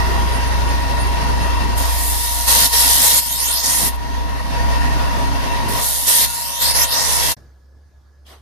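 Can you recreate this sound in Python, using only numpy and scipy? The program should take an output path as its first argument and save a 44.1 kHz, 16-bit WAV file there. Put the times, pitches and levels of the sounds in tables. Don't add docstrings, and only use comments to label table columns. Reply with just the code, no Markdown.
import sys
import numpy as np
from scipy import signal
from scipy.fft import rfft, irfft, next_fast_len
from scipy.io import wavfile
from scipy.ndimage import uniform_filter1d, map_coordinates

SR = 44100
rng = np.random.default_rng(int(sys.argv[2]) if len(sys.argv) > 2 else 0)


def transcribe(u):
    v = np.clip(np.atleast_2d(u).T, -1, 1)
    q = np.round(v * 32767).astype(np.int16)
    wavfile.write(sys.argv[1], SR, q)


def undo_db(level):
    steps = np.asarray(level, float) / 20
    return 10 ** steps


N = 370880
T_S = np.arange(N) / SR


# (time [s], belt rush [dB], whine [dB], hum [dB])
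MACHINE = [(0.0, -24, -27, -15.5), (0.57, -24, -27.5, -17), (1.5, -24.5, -27, -15), (1.96, -26, -28.5, -18),
           (2.04, -31, -31, -19.5), (2.45, -33, -30, -24.5), (2.8, -33.5, -30, -24.5),
           (3.25, -35.5, -35.5, -32), (3.89, -33, -35.5, -28.5), (3.96, -32, -34, -22),
           (4.45, -29, -33.5, -22.5), (4.6, -25.5, -27, -16.5), (5.3, -24.5, -29, -17),
           (5.79, -24.5, -28, -23), (5.89, -33, -36, -23), (6.2, -34, -32.5, -32.5),
           (6.6, -35.5, -32.5, -34), (6.95, -30.5, -31.5, -26.5), (7.32, -33.5, -33, -28.5)]
# (time [s], phase [rad])
HUM_LAG = [(0, 1.6), (2.4, 1.84), (4.4, 2.16), (5.6, 2.6), (7.32, 2.8)]
# (time [s], frequency [Hz])
WHINE_SPEED = [(0, 954), (1.7, 954), (2.3, 951), (2.5, 947), (3.15, 946.5), (3.3, 949.5), (3.85, 949),
               (4, 954), (5.65, 954), (6, 951.5), (6.2, 948), (6.9, 948), (7.05, 950.5), (7.35, 950)]
# (multiple of whine, level over whine [dB], right over left [dB], flicker scale [dB])
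WHINE_PARTIALS = [(1, 6.5, -28, -0.75), (1.125, -12.5, -2, 4), (.876, -13.5, -10, 5), (1.5, -15.5, -5, 5),
                  (1.947, -16.5, 4.5, 1), (2.831, -18, -5.5, 6)]
# (frequency [Hz], density [dB per Hz])
BELT_SPECTRUM = [(330, -63.5), (430, -12), (520, -9), (764, -12), (958, -3), (1260, -14), (1650, -14.5),
                 (2260, -17.5), (3000, -18.5), (5000, -20), (7500, -29), (9500, -26), (12000, -30.5),
                 (14600, -37.5)]
# (frequency [Hz], width [Hz], gain [dB])
HOUSING_MODES = [(681, 48, 8), (834, 350, 2), (1877, 150, 10.5), (2713, 44, 9.5)]
# (frequency [Hz], left [dB], right [dB])
BELT_TREBLE = [(9340, -0.7, -0.9), (10340, -6, 1.5), (11500, 4.5, 2.7), (12400, 3, 2), (13400, 1, -21),
               (14300, -9, -33)]
# (time [s], rumble [dB], drumming of its top over rumble [dB])
BENCH_LEVELS = [(0.0, -30.5, -4.5), (1.7, -31, -6.5), (2.3, -46, -6.5), (2.5, -44.5, -22),
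                (3.2, -47.5, -30), (3.6, -47.5, -20), (3.9, -40.5, -10), (4.5, -33.5, -9),
                (4.7, -29, -10.5), (5.75, -32.5, -5.5), (5.94, -47.5, -16), (6.1, -47.5, -22),
                (6.6, -50, -24), (6.95, -44.5, -8.5), (7.32, -46, -3)]
# (frequency [Hz], density [dB per Hz])
RUMBLE_SPECTRUM = [(70, -28), (100, -4), (125, -3), (190, -9), (285, -4.5), (310, -8.5), (340, -55.5)]
# (frequency [Hz], density [dB per Hz])
BENCH_TOP_SPECTRUM = [(270, -36.5), (320, 0.5), (420, 5), (480, -26)]
# (frequency [Hz], density [dB per Hz])
SHUDDER_SPECTRUM = [(22, -32), (35, -6.5), (60, 0), (90, -4), (115, -44)]
# (time [s], peak of swell [dB], Gaussian sd [s])
SQUEAKS = [(0.233, -42, .015), (.29, -43, 0.026), (0.356, -33, .02), (0.48, -36, .01), (.685, -34.5, 0.013),
           (0.908, -40.5, .01), (1.012, -33, 0.018), (1.075, -39.5, 0.0092), (1.147, -43.5, .006),
           (1.222, -43, .006), (1.416, -40, 0.028)]
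# (time [s], grit hiss [dB], blade body over hiss [dB])
GRIND_PASSES = [
    [(1.755, -46, 0), (1.78, -20.5, -11.5), (1.85, -25.5, -4), (2.1, -17.5, -12.5), (2.2, -19, -7.5),
     (2.8, -21.5, -5.5), (3.18, -18.5, -10), (3.3, -16, -8.5), (3.6, -17.5, -7), (3.89, -21.5, -5.5),
     (3.925, -38, 0)],
    [(5.678, -45.5, -1.5), (5.688, -25, -9.5), (5.76, -24, -4.5), (5.85, -16, -10), (6.05, -18.5, -8.5),
     (6.15, -19, -8), (6.3, -19.5, -8), (6.6, -20.5, -5), (6.95, -21, -5), (7.32, -24.5, 1)],
]
# (frequency [Hz], density [dB per Hz])
GRIT_SPECTRUM = [(4500, -55), (6500, -9), (8000, -4.5), (9500, -2), (12000, -0.5), (14600, -8.5)]
# (frequency [Hz], density [dB per Hz])
SCRAPE_SPECTRUM = [(1300, -27.5), (1900, -2.5), (2400, -10.5), (2900, -5), (3800, -0.5), (5500, -1),
                   (7000, -8.5), (9000, -14.5)]
# (time [s], distance from tip [bending half-waves at 3 kHz], share shaped by bending [0-1])
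CONTACT_SLIDES = [
    [(1.75, 4.5, .12), (3.05, 3.2, .2), (3.25, 2.7, .5), (3.35, 2.2, .6), (3.45, 1.73, .68),
     (3.55, 1.3, .72), (3.6, 1.1, .72), (3.7, .92, .62), (3.92, .75, .5)],
    [(5.7, 4.2, .12), (6.2, 3.1, .3), (6.4, 2.85, .58), (6.5, 2.6, .62), (6.65, 2.1, .68),
     (6.83, 1.73, .68), (6.9, 1.3, .72), (6.97, 1.05, .72), (7.1, .9, .58), (7.35, .8, .5)],
]
# (frequency [Hz], width [Hz], gain [dB])
STEEL_MODES = [(2710, 70, 10), (3140, 70, 13), (3680, 70, 17), (4240, 75, 15), (4740, 75, 12),
               (5254, 70, 17), (5857, 75, 15), (6610, 85, 15), (7500, 90, 11), (8400, 95, 13),
               (9130, 95, 12), (10000, 100, 11), (10850, 105, 13), (11560, 110, 13), (12620, 110, 15)]
# (start [s], end [s], gain [dB])
LEVEL_STEPS = [(2.473, 2.673, 10), (2.726, 3.201, 10), (3.392, 3.617, 3.5), (3.633, 3.889, 7.5),
               (6.073, 6.258, 9), (6.61, 6.724, 9.5), (6.744, 6.855, 10), (6.915, 7.4, 7.5)]
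# (start [s], end [s])
FADE_S = (7.318, 7.352)
# (start [s], end [s])
QUIET_S = (7.37, 8.41)
# (time [s], depth [dB], Gaussian sd [s])
DRONE_DIPS = [(7.61, 4, .02), (7.92, 10.5, 0.016), (8.03, 6.5, 0.014), (8.133, 4, 0.037)]
# (frequency [Hz], density [dB per Hz])
AIR_SPECTRUM = [(30, -25.5), (60, -23), (110, -18.5), (181, -28), (565, -32), (1520, -37.5), (2000, -44.5),
                (2640, -53), (5000, -44.5), (7000, -51), (9000, -52), (14000, -58.5)]
# (frequency [Hz], width [Hz], gain [dB])
AIR_BAND = [(1690, 77, 13)]
# (time [s], swish [dB], body over swish [dB])
RUSTLE_LEVELS = [(8.244, -89, 4), (8.252, -65.5, -1.5), (8.268, -48.5, -8.5), (8.324, -46, 2),
                 (8.41, -65, 1.5)]
# (frequency [Hz], density [dB per Hz])
SWISH_SPECTRUM = [(1060, -49), (1800, -12.5), (2310, -14), (2690, -17.5), (3170, -10.5), (7230, -25),
                  (7950, -19), (14000, -23.5)]
# (frequency [Hz], density [dB per Hz])
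CLOTH_SPECTRUM = [(150, -24), (350, -3.5), (1100, -1.5), (2200, -19), (3000, -43.5)]
# (frequency [Hz], left [dB], right [dB])
MIC_COLOUR = [(300, 1, 2), (1000, -0.5, -0.5), (5430, 1.66, 2.5), (5700, -6, 5), (6100, -10.5, 6.5),
              (6520, 0, 4.5), (7140, 0.5, -3), (7740, -5.5, 0), (8970, 4, -5.5), (9500, -10, 3),
              (10270, -9, 3), (10800, -1.5, -1.5), (11350, -1, -1.5), (13800, 3, -6), (14600, -5, -10.5)]

HUM_HZ, ROLLER_HZ, FLUTTER_HZ, TOP_HZ = 59.8, 25.38, 93.75, 14650
HUM_WAVER_DB, HUM_WAVER_DB_PER_DB, HUM_STEADY_DB = 1.1, 0.2, -18.5
BELT_STEPS, WHINE_STEPS, HUM_STEPS, BENCH_STEPS = 0.93, 0.35, 0.3, 0.79
STEP_EDGE_S = 0.022
SHUDDER_OVER_RUMBLE_DB = -7
DRONE_DB, DRONE_RISE_S = -44.5, 0.03
AIR_DB, AIR_START_EXTRA_DB, AIR_SETTLE_S = -58.5, 15, 0.076


def unit(x):
    return x / np.sqrt(np.mean(x ** 2) + 1e-20)


def along(points, hz):
    f, *cols = np.transpose(points)
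    return np.array([np.interp(np.log(hz + 1), np.log(f + 1), v) for v in cols])


def curves(rows):
    s, *cols = np.transpose(rows)
    return [np.interp(T_S, s, c) for c in cols]


def sounding(start_s, end_s):
    return np.clip(np.minimum(T_S - start_s + .005, end_s - T_S + .045) / .005, 0, 1)


def bumps(centre_s, sd_s):
    return np.exp(-.5 * ((T_S - centre_s) / sd_s) ** 2)


def wobble(rate_hz):
    knots = rng.standard_normal(int(N * rate_hz / SR) + 4)
    return map_coordinates(knots, [np.arange(N) * rate_hz / SR])


def resonances_db(modes, hz):
    return sum(db / (1 + (2 * (hz - c) / w) ** 2) for c, w, db in modes)


def rush(spectrum, modes=(), alike=0., patchy_db=0., tall=6, long=12):
    z = signal.stft(rng.standard_normal((2, N)), nperseg=512)[2]
    field = rng.standard_normal(z.shape)
    field = uniform_filter1d(field, int(tall), 1)
    field = uniform_filter1d(field, int(long), 2)
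    a, b = signal.istft(z * undo_db(patchy_db * unit(field)), nperseg=512)[1][:, :N]
    alike = np.clip(alike, 0, 1)
    pair = [a, alike * a + np.sqrt(1 - alike ** 2) * b]
    hz = np.fft.rfftfreq(N, 1 / SR)
    level_db = along(spectrum, hz) + resonances_db(modes, hz)
    return unit(irfft(rfft(pair) * undo_db(level_db), N))


def coloured(x, points, top_hz=SR):
    size = next_fast_len(N + 8192)
    hz = np.fft.rfftfreq(size, 1 / SR)
    return irfft(rfft(x, size) * undo_db(along(points, hz)) * (hz < top_hz), size)[:, :N]


def steps_db():
    return sum(db * np.clip(np.minimum(T_S - start, end - T_S) / STEP_EDGE_S + .5, 0, 1)
               for start, end, db in LEVEL_STEPS)


def mains_hum():
    _, _, hum_db = curves(MACHINE)
    waver_db = HUM_WAVER_DB + HUM_WAVER_DB_PER_DB * np.maximum(HUM_STEADY_DB - hum_db, 0)
    lag_rad, = curves(HUM_LAG)
    heard_s = T_S - np.array([0 * lag_rad, lag_rad]) / (2 * np.pi * HUM_HZ)
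    roller = 2 * np.pi * ROLLER_HZ * heard_s
    throb = 1 + 0.32 * np.exp(1j * roller) + 0.39 * 0.32 * np.exp(-1j * roller)
    tone = np.imag(throb * np.exp(2j * np.pi * HUM_HZ * heard_s))
    return undo_db(hum_db + HUM_STEPS * steps_db() + waver_db * wobble(9.9)) * tone


def motor_whine():
    _, whine_db, _ = curves(MACHINE)
    whine_hz, = curves(WHINE_SPEED)
    turn = 2 * np.pi * np.cumsum(whine_hz) / SR
    whine = 0
    for multiple, db, right_db, flicker_db in WHINE_PARTIALS:
        waver = np.array([wobble(9), wobble(9)])
        tone = np.sin(multiple * (turn + .2 * waver))
        whine = whine + undo_db(db + flicker_db * wobble(18)) * undo_db([[0], [right_db]]) * tone
    throb = 1 + 0.31 * np.cos(2 * np.pi * ROLLER_HZ * T_S)
    return undo_db(whine_db + WHINE_STEPS * steps_db()) * throb * whine


def belt_rush():
    rush_db = curves(MACHINE)[0]
    noise = coloured(rush(BELT_SPECTRUM, HOUSING_MODES, patchy_db=2.5, tall=2, long=20), BELT_TREBLE)
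    return undo_db(rush_db + BELT_STEPS * steps_db() + 0.91 * wobble(30)) * noise


def bench_rumble():
    rumble_db, top_db = curves(BENCH_LEVELS)
    rumble_db = rumble_db + BENCH_STEPS * steps_db() + 1.9 * wobble(12)
    top_db = top_db + 2.2 * wobble(10)
    rumble = rush(RUMBLE_SPECTRUM, alike=0.14) + undo_db(top_db) * rush(BENCH_TOP_SPECTRUM)
    shudder = rush(SHUDDER_SPECTRUM)[0] * [[1], [-1]]
    return undo_db(rumble_db) * rumble + undo_db(rumble_db + SHUDDER_OVER_RUMBLE_DB) * shudder


def seam_squeaks():
    swell = sum(undo_db(db) * bumps(s, sd_s) for s, db, sd_s in SQUEAKS)
    noise = rush([(9000, -40), (9450, 2.5), (9900, -1.5), (10500, -38.5)])
    return swell * undo_db([[-9], [0]]) * noise


def bending(x, slide):
    hz, t, z = signal.stft(x, SR, nperseg=1024)
    hz = hz[:, None]
    s, place, share = np.transpose(slide)
    place = np.interp(t, s, place)
    share = np.clip(np.interp(t, s, share), 0, 1)
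    shape = np.sin(np.pi * np.sqrt(hz / 3000) * place) ** 2
    modes = undo_db(resonances_db(STEEL_MODES, hz))
    return signal.istft(z * (1 - share + .55 * share * shape * modes), SR, nperseg=1024)[1][:, :N]


def grinding():
    sparks = undo_db(1.6 * wobble(900) + 0.53 * wobble(25))
    hiss = unit(sparks * rush(GRIT_SPECTRUM, patchy_db=2.0, tall=2.5, long=14))
    scrape = rush(SCRAPE_SPECTRUM, patchy_db=3.5, tall=1, long=12)
    flutter = 1 + 0.073 * np.cos(2 * np.pi * FLUTTER_HZ * T_S)
    out = 0
    for rows, slide in zip(GRIND_PASSES, CONTACT_SLIDES):
        hiss_db, body_db = curves(rows)
        contact = bending(hiss + undo_db(body_db) * scrape, slide)
        out = out + undo_db(hiss_db + steps_db()) * flutter * contact * sounding(rows[0][0], rows[-1][0])
    return out


def far_drone():
    level_db = DRONE_DB - sum(db * bumps(s, sd_s) for s, db, sd_s in DRONE_DIPS)
    rise = np.clip((T_S - QUIET_S[0]) / DRONE_RISE_S, 0, 1)
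    tone = np.sin(2 * np.pi * np.cumsum(70 + 1.5 * wobble(8)) / SR)
    return undo_db(level_db) * rise * tone * sounding(*QUIET_S)


def still_air():
    since_s = np.maximum(T_S - QUIET_S[0], 0)
    level_db = AIR_DB + AIR_START_EXTRA_DB * np.exp(-since_s / AIR_SETTLE_S)
    noise = rush(AIR_SPECTRUM, AIR_BAND, alike=0.53, patchy_db=2.5)
    return undo_db(level_db) * noise * sounding(*QUIET_S)


def cloth_rustle():
    swish_db, body_db = curves(RUSTLE_LEVELS)
    swish = rush(SWISH_SPECTRUM, alike=.2, patchy_db=4.5, tall=2.5, long=3)
    body = rush(CLOTH_SPECTRUM, alike=0.6, tall=3, long=3)
    cloth = undo_db(swish_db) * swish + undo_db(swish_db + body_db) * body
    return cloth * sounding(RUSTLE_LEVELS[0][0], RUSTLE_LEVELS[-1][0])


def scene():
    sander = mains_hum() + motor_whine() + belt_rush() + bench_rumble() + seam_squeaks()
    fade = np.interp(T_S, FADE_S, [1, 0]) ** 2
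    return (sander + grinding()) * fade + far_drone() + still_air() + cloth_rustle()


def low_pass(x):
    return signal.sosfilt(signal.butter(12, 15050, fs=SR, output="sos"), x)


def record(dry):
    mix = np.clip(coloured(dry, MIC_COLOUR, TOP_HZ), -1, 1)
    return low_pass(mix)


dry = scene()
out = record(dry)
transcribe(out)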